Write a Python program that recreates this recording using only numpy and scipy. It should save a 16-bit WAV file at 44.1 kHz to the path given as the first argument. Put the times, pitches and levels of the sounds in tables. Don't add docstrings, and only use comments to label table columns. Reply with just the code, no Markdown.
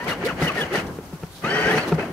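import sys
import numpy as np
from scipy import signal
from scipy.io import wavfile

SR = 44100
rng = np.random.default_rng(int(sys.argv[2]) if len(sys.argv) > 2 else 0)


def decibels_to_gain(level_db):
    exponent = np.asarray(level_db, float) / 20
    return 10 ** exponent


def to_wav(s):
    ch = np.atleast_2d(s).T
    pcm = np.round(np.clip(ch, -1, 1) * 32767)
    wavfile.write(sys.argv[1], SR, pcm.astype(np.int16))


N = 93800
T = np.arange(N) / SR

# f/Hz, left-right likeness/1
LIKENESS = [(40, 0.5), (80, 0.95), (200, 1), (600, .89), (1300, 0.4), (2500, 0.016), (6000, 0.013)]
# f/Hz, left minus right/dB
LEAN = [(60, 3), (300, -0.5), (1400, 4), (3100, 2), (6000, -10), (9000, 2), (14000, 7)]


def at_hz(points, hz):
    table_hz, value = np.transpose(points)
    return np.interp(np.log(hz), np.log(table_hz), value)


def rms_one(x):
    return x / np.sqrt(np.mean(x ** 2) + 1e-20)


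def drift(rate):
    r = np.exp(-40 * np.pi * rate / SR)
    noise = rng.standard_normal(N // 20 + 2002)
    slow = signal.lfilter([1], [1, -2 * r, r * r], noise)[2000:]
    return np.interp(np.arange(N) / 20, np.arange(len(slow)), rms_one(slow))


def swell(s, rise, hold, fall, db):
    before = np.minimum(T - s, 0) / rise
    after = np.maximum(T - s - hold, 0) / fall
    return decibels_to_gain(db) * np.exp(-before ** 2 - after ** 2)


def grains(rate, spread_db):
    excess = np.minimum(rng.exponential(1, (4, N)), 5)
    size = decibels_to_gain(spread_db * excess) * rng.choice([-1, 1], (4, N))
    struck = rng.random((4, N)) < rate / SR
    return (size * struck + 1e-9).reshape(2, 2, N)


def widen(mid, side, hz):
    alike = np.clip(at_hz(LIKENESS, hz), -1, 1)
    return np.sqrt(1 + alike) * mid + np.sqrt(1 - alike) * side * [[1], [-1]]


def coloured(source, spectrum, patchy_db):
    out = 0
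    together = drift(14)
    edges = 35 * 2 ** np.arange(0, 9.1, .5)
    for k, (low, high) in enumerate(zip(edges, edges[1:])):
        hz = np.sqrt(low * high)
        if not spectrum[0][0] * .7 < hz < spectrum[-1][0] * 1.1:
            continue
        band = signal.butter(2, [low, high], "band", fs=SR, output="sos")
        mid, side = signal.sosfilt(band, source[k % 2])
        flicker_db = patchy_db * (1.2 * together + drift(40))
        lean_db = at_hz(LEAN, hz) / 2 * np.array([[1], [-1]])
        out = out + decibels_to_gain(at_hz(spectrum, hz) + flicker_db + lean_db) * widen(mid, side, hz)
    return rms_one(out)


def garden_air():
    # f/Hz, level/dB
    air_spectrum = [(40, -2), (144, -3.5), (400, -12.5), (900, -13), (2000, -20.5), (5000, -26.5),
                    (10500, -29.5), (15500, -27.5)]
    air_db = -45.5
    air = coloured(rng.standard_normal((2, 2, N)), air_spectrum, patchy_db=-0.74)
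    return decibels_to_gain(air_db + 3.5) * air


def rolling():
    # t/s, level/dB
    roll = [(0, -39.5), (.2, -34.5), (.7, -39.5), (0.868, -32), (1.0, -43.5), (1.098, -47), (1.4, -57.5),
            (1.5, -78), (1.9, -29), (2.12, -35)]
    # f/Hz, level/dB
    roll_spectrum = [(40, -18), (70, -10), (156, -5), (309, -4), (654, -14), (1190, -17), (4000, -43)]
    s, db = np.transpose(roll)
    return decibels_to_gain(np.interp(T, s, db) + 3) * coloured(grains(2500, 2.5), roll_spectrum, patchy_db=.9)


def heaving():
    # t/s, rise/s, fall/s, level/dB
    heaves = [
        (.33, 0.021, 0.026, -46),
        (.97, 0.018, 0.015, -38),
        (1.3, 0.04, 0.037, -44),
        (1.66, 0.035, 0.04, -34),
        (1.94, .015, 0.023, -46),
    ]
    # f/Hz, level/dB
    heave_spectrum = [(40, -3), (70, 0), (130, -12)]
    heave = sum(swell(s, rise, 0, fall, db) for s, rise, fall, db in heaves)
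    return heave * coloured(rng.standard_normal((2, 2, N)), heave_spectrum, patchy_db=1.0)


def torn_grass():
    # t/s, rise/s, fall/s, level/dB
    tears = [(.045, 0.0049, 0.012, -40.5), (.082, 0.0076, 0.042, -34.5), (.13, 0.0044, 0.012, -43),
             (.251, 0.0038, 0.016, -36.5), (.272, 0.011, .008, -36.5), (.29, 0.0044, 0.011, -40),
             (0.431, 0.023, 0.05, -34), (.485, 0.0055, .008, -40.5), (.52, .003, 0.0091, -40.5),
             (.553, 0.005, 0.019, -41.5), (.577, 0.0059, 0.017, -41), (.615, 0.035, 0.026, -38),
             (.665, 0.011, 0.012, -48), (.74, 0.013, 0.017, -34.5), (.758, 0.0054, 0.03, -34),
             (.8, 0.017, 0.024, -43), (.867, 0.0027, 0.016, -45), (1.34, 0.045, 0.049, -51.5),
             (1.6, 0.22, 0.18, -44), (1.78, 0.074, 0.055, -38.5), (1.885, 0.011, 0.019, -40),
             (1.945, 0.035, .01, -42)]
    # f/Hz, level/dB
    grass_spectrum = [(4500, 6), (6200, -6), (7300, -5), (10700, -4), (15000, -6.5)]
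    tear = sum(swell(s, rise, 0, fall, db) for s, rise, fall, db in tears)
    return tear * coloured(grains(7000, 3.0), grass_spectrum, patchy_db=1.8)


def knocks():
    # t/s, crack level/dB,
    # boom level/dB, boom length/s
    hits = [(0.07, -20, -51, 0.012), (0.234, -28.5, -54, .015), (0.319, -46, -27, 0.018),
            (0.417, -10.5, -20.5, 0.031), (.985, -26, -36, 0.0085), (1.127, -30.5, -28.5, .02),
            (1.228, -24, -25.5, 0.017), (1.437, -20.5, -24, 0.0085), (1.747, -30.5, -24, 0.012),
            (1.763, -51, -39, .01), (1.779, -42, -21, 0.0079), (1.782, -39, -38, 0.0079),
            (1.92, -6.5, -13, 0.029), (1.982, -18, -30, 0.012), (1.989, -22, -38, 0.011)]
    # f/Hz, level/dB, t60/s
    modes = [(377, -7, 0.035), (441, 4, 0.03), (265, -9, 0.087), (556, -15, 0.045), (713, -6.5, 0.045),
             (900, -8, 0.039), (1330, -6, 0.032), (1750, -19, 0.049), (2450, -4, 0.0056)]
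    contact_hz = 2500
    boom_hz, boom_drop_hz, boom_delay_s = 156, 51.2, 0.0071
    thud_hz, thud_db = 92, -20
    s, crack_db, boom_db, length = np.transpose(hits)
    out = np.zeros(N)
    luck = rng.normal(0, 2, (len(hits), len(modes) + 2))
    first = (s * SR).astype(int)
    rebound = ((s + .005 + .001 * luck[:, -1]) * SR).astype(int)
    for k, (hz, level_db, t60) in enumerate(modes):
        clicks = np.zeros(N) + 1e-18
        clicks[first] = decibels_to_gain(crack_db + level_db - 10 + luck[:, k])
        clicks[rebound] = -decibels_to_gain(crack_db + level_db - 3.5 - luck[:, k])
        r, w = decibels_to_gain(-60 / (t60 * SR)), 2 * np.pi * hz / SR
        out += signal.lfilter([0, np.sin(w)], [1, -2 * r * np.cos(w), r * r], clicks)
    out = signal.sosfilt(signal.butter(2, contact_hz, fs=SR, output="sos"), out)
    for at, db, span in zip(s, boom_db, length):
        hz = boom_hz + boom_drop_hz * np.exp(-np.abs(T - at) / 0.009)
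        boom = np.sin(2 * np.pi * np.cumsum(hz) / SR)
        thud = decibels_to_gain(thud_db) * np.sin(2 * np.pi * thud_hz * (T - at))
        out += swell(at + boom_delay_s, 0.0014, 0, span, db) * np.sqrt(2) * (boom + thud)
    return out * decibels_to_gain(np.array([[1.0], [-1.0]]))


def gearbox():
    # t of full load/s, rise/s, hold/s, fall/s, rattle level/dB
    surges = [(.0, 0.016, 0.035, 0.069, -31.5), (0.082, 0.019, 0.013, 0.065, -26),
              (0.268, 0.056, 0.026, 0.037, -25), (0.421, 0.04, 0.028, 0.064, -23.5),
              (0.599, 0.06, 0.027, 0.057, -25), (0.75, 0.037, 0.024, 0.049, -23.5),
              (1.462, 0.019, 0.25, 0.19, -23), (1.744, 0.068, 0.06, 0.0089, -35),
              (1.993, 0.011, 0.0071, 0.085, -31.5), (1.427, 0.007, .01, 0.011, -38),
              (1.775, 0.0036, 0.011, 0.0038, -24.5), (1.821, 0.0061, 0.0053, 0.0082, -51),
              (0.863, 0.036, 0.027, 0.027, -47)]
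    # f/Hz, width/Hz, level/dB
    resonances = [(173, 104, -5), (436, 120, -29), (763.5, 204, -1), (2900, 110, -2), (4250, 330, -15),
                  (5800, 500, -24), (8000, 1100, -29)]
    # f/Hz, level/dB per Hz
    rattle_spectrum = [(90, -34), (164, 4), (286, -0.5), (430, 1.5), (1000, -4), (1850, -1.5), (3200, -12),
                       (8000, -42.5)]
    shell_db, top_hz = -10, 7850
    dip_hz, dip_width_hz, dip_share = 3600, 600, .55
    teeth = grains(3500, 3.0)
    shell = 0
    for k, (hz, width, db) in enumerate(resonances):
        r = np.exp(-np.pi * width / SR)
        poles = [1, -2 * r * np.cos(2 * np.pi * hz / SR), r * r]
        mid, side = signal.lfilter([1 - r * r, 0, r * r - 1], poles, teeth[k % 2])
        shell = shell + decibels_to_gain(db) * widen(mid, side, hz)
    load = sum(swell(*row) for row in surges)
    body = coloured(teeth, rattle_spectrum, patchy_db=1.1)
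    body = body + decibels_to_gain(shell_db) * rms_one(shell)
    dip = signal.lfilter(*signal.iirpeak(dip_hz, dip_hz / dip_width_hz, fs=SR), body)
    top = signal.butter(2, top_hz, fs=SR, output="sos")
    return load * signal.sosfilt(top, body - dip_share * dip)


def whine(hz, gain, uneven):
    # f/Hz, turn/rad
    whine_turn = [(400, 0.13), (1500, 0.94), (3100, 1.89)]
    wobble_db, waver = 3.6, .02
    phase = 2 * np.pi * np.cumsum(hz * (1 + uneven * waver * drift(80))) / SR
    side = np.array([[.5], [-.5]])
    level_db = uneven * wobble_db * drift(70) + side * at_hz(LEAN, hz)
    return gain * decibels_to_gain(level_db) * np.sqrt(2) * np.sin(phase + side * at_hz(whine_turn, hz))


def motor_bites():
    # t/s, length/s, start f/Hz, end f/Hz, level/dB
    sags = [(.0, 0.052, 1750, 1960, -34.5), (.0, 0.077, 926, 1047, -36.5), (0.076, .032, 2370, 1750, -28.5),
            (.108, 0.027, 1600, 1144, -28.5), (0.112, 0.016, 2900, 2780, -29.5),
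            (0.262, 0.061, 2300, 857, -30.5), (0.282, 0.021, 3160, 2565, -34.5),
            (.418, 0.06, 2044, 1934, -25.5), (0.47, 0.033, 3070, 2450, -27),
            (0.49, 0.016, 1300, 1120, -28.5), (0.567, 0.07, 1900, 1653, -25.5),
            (0.608, 0.0155, 3400, 3270, -34), (0.616, .026, 2950, 2910, -29),
            (0.742, 0.044, 1955, 1705, -30), (0.773, 0.025, 3154, 2500, -29.5),
            (1.802, 0.0099, 4750, 4650, -38), (1.817, 0.026, 4550, 4230, -39.5),
            (1.991, 0.058, 2500, 2710, -39.5), (1.75, .03, 5900, 5900, -44),
            (1.775, 0.016, 4430, 4400, -35), (1.772, 0.033, 2350, 2670, -26.5)]
    # t/s, length/s, start f/Hz, end f/Hz, level/dB
    groans = [
        (0.063, 0.051, 438.6, 507, -31),
        (0.232, 0.046, 331, 532, -26),
        (0.551, 0.099, 350, 541, -32),
        (0.711, 0.0836, 344, 552, -29.5),
        (1.96, 0.11, 504, 730, -33.5),
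    ]
    out = 0
    for s, length, start_hz, end_hz, db in sags + groans:
        hz = np.interp(T, [s, s + length], [start_hz, end_hz])
        out = out + whine(hz, swell(s + .008, .008, length * .6, length / 5, db), .75)
    return out


def long_pull():
    # t/s, f/Hz, level/dB
    near = [(1.43, 1130, -59), (1.445, 1195, -23.5), (1.47, 1357, -28.5), (1.5, 1556, -30.5),
            (1.58, 1500, -32.5), (1.65, 1511, -26), (1.72, 1759, -26), (1.75, 1850, -35), (1.79, 1900, -59)]
    buzz = [(1.43, 2300, -72), (1.447, 2450, -29.5), (1.475, 2750, -37), (1.5, 3060, -33),
            (1.56, 3130, -35), (1.62, 3054, -33), (1.675, 3010, -37), (1.71, 3350, -34), (1.75, 3500, -60)]
    far = [(1.46, 1400, -55), (1.51, 1750, -32), (1.55, 1900, -29), (1.62, 1880, -31), (1.7, 1880, -28),
           (1.75, 1900, -27), (1.77, 1900, -50)]
    mesh = [(1.46, 300, -53), (1.5, 374.6, -32.5), (1.53, 417, -28), (1.63, 435.3, -31), (1.69, 436, -22.5),
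            (1.78, 438.4, -25.5), (1.85, 440, -58)]
    # multiple of f/1, level/dB
    near_orders = [(1, 0)]
    buzz_orders = [(1, 0), (1.51, -10), (2.5, -24)]
    far_orders = [(.64, -10), (1, 1.5), (1.11, -35), (1.22, -19), (1.32, -10), (1.41, -13), (3.04, -19)]
    mesh_orders = [(.8, -10), (1, 1), (1.24, -11.5), (1.7, -8.5), (1.93, -12.5)]
    # t/s, share of a bite's unevenness/1
    judder = [(1.48, .3), (1.52, .65), (1.67, .7), (1.71, 1.25)]
    # t/s, half length/s, share lost/1
    skips = [
        (1.704, 0.0036, 0.36),
        (1.727, .006, 0.49),
        (1.757, 0.006, 0.46),
        (1.764, 0.0029, 0.27),
        (1.817, 0.0044, .5),
    ]
    lost_grip = sum(lost * swell(s, half, 0, half, 0) for s, half, lost in skips)
    grip = 1 - np.clip(lost_grip, 0, 1)
    uneven = np.interp(T, *np.transpose(judder))
    out = 0
    for rows, orders in ((near, near_orders), (buzz, buzz_orders), (far, far_orders), (mesh, mesh_orders)):
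        s, hz, db = np.transpose(rows)
        on = grip * decibels_to_gain(np.interp(T, s, db, left=-120, right=-120))
        for k, order_db in orders:
            out = out + whine(k * np.interp(T, s, hz), on * decibels_to_gain(order_db), uneven if k < 1.45 else 1.1)
    return out


def scene():
    lawn = garden_air() + rolling() + heaving() + torn_grass()
    car = knocks() + gearbox() + motor_bites() + long_pull()
    return lawn + car


def top_cut(x):
    return signal.sosfilt(signal.butter(12, 15800, fs=SR, output="sos"), x)


def record(dry):
    peak, low_hz, droop_hz, top_hz = .5, 44.6, 14000, 15720
    x = peak * np.tanh(dry / peak)
    x = signal.sosfilt(signal.butter(4, low_hz, "high", fs=SR, output="sos"), x)
    x = signal.sosfilt(signal.butter(2, droop_hz, fs=SR, output="sos"), x)
    x = signal.sosfilt(signal.ellip(10, 1, 40, top_hz, fs=SR, output="sos"), x)
    return top_cut(x)


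dry = scene()
out = record(dry)
to_wav(out)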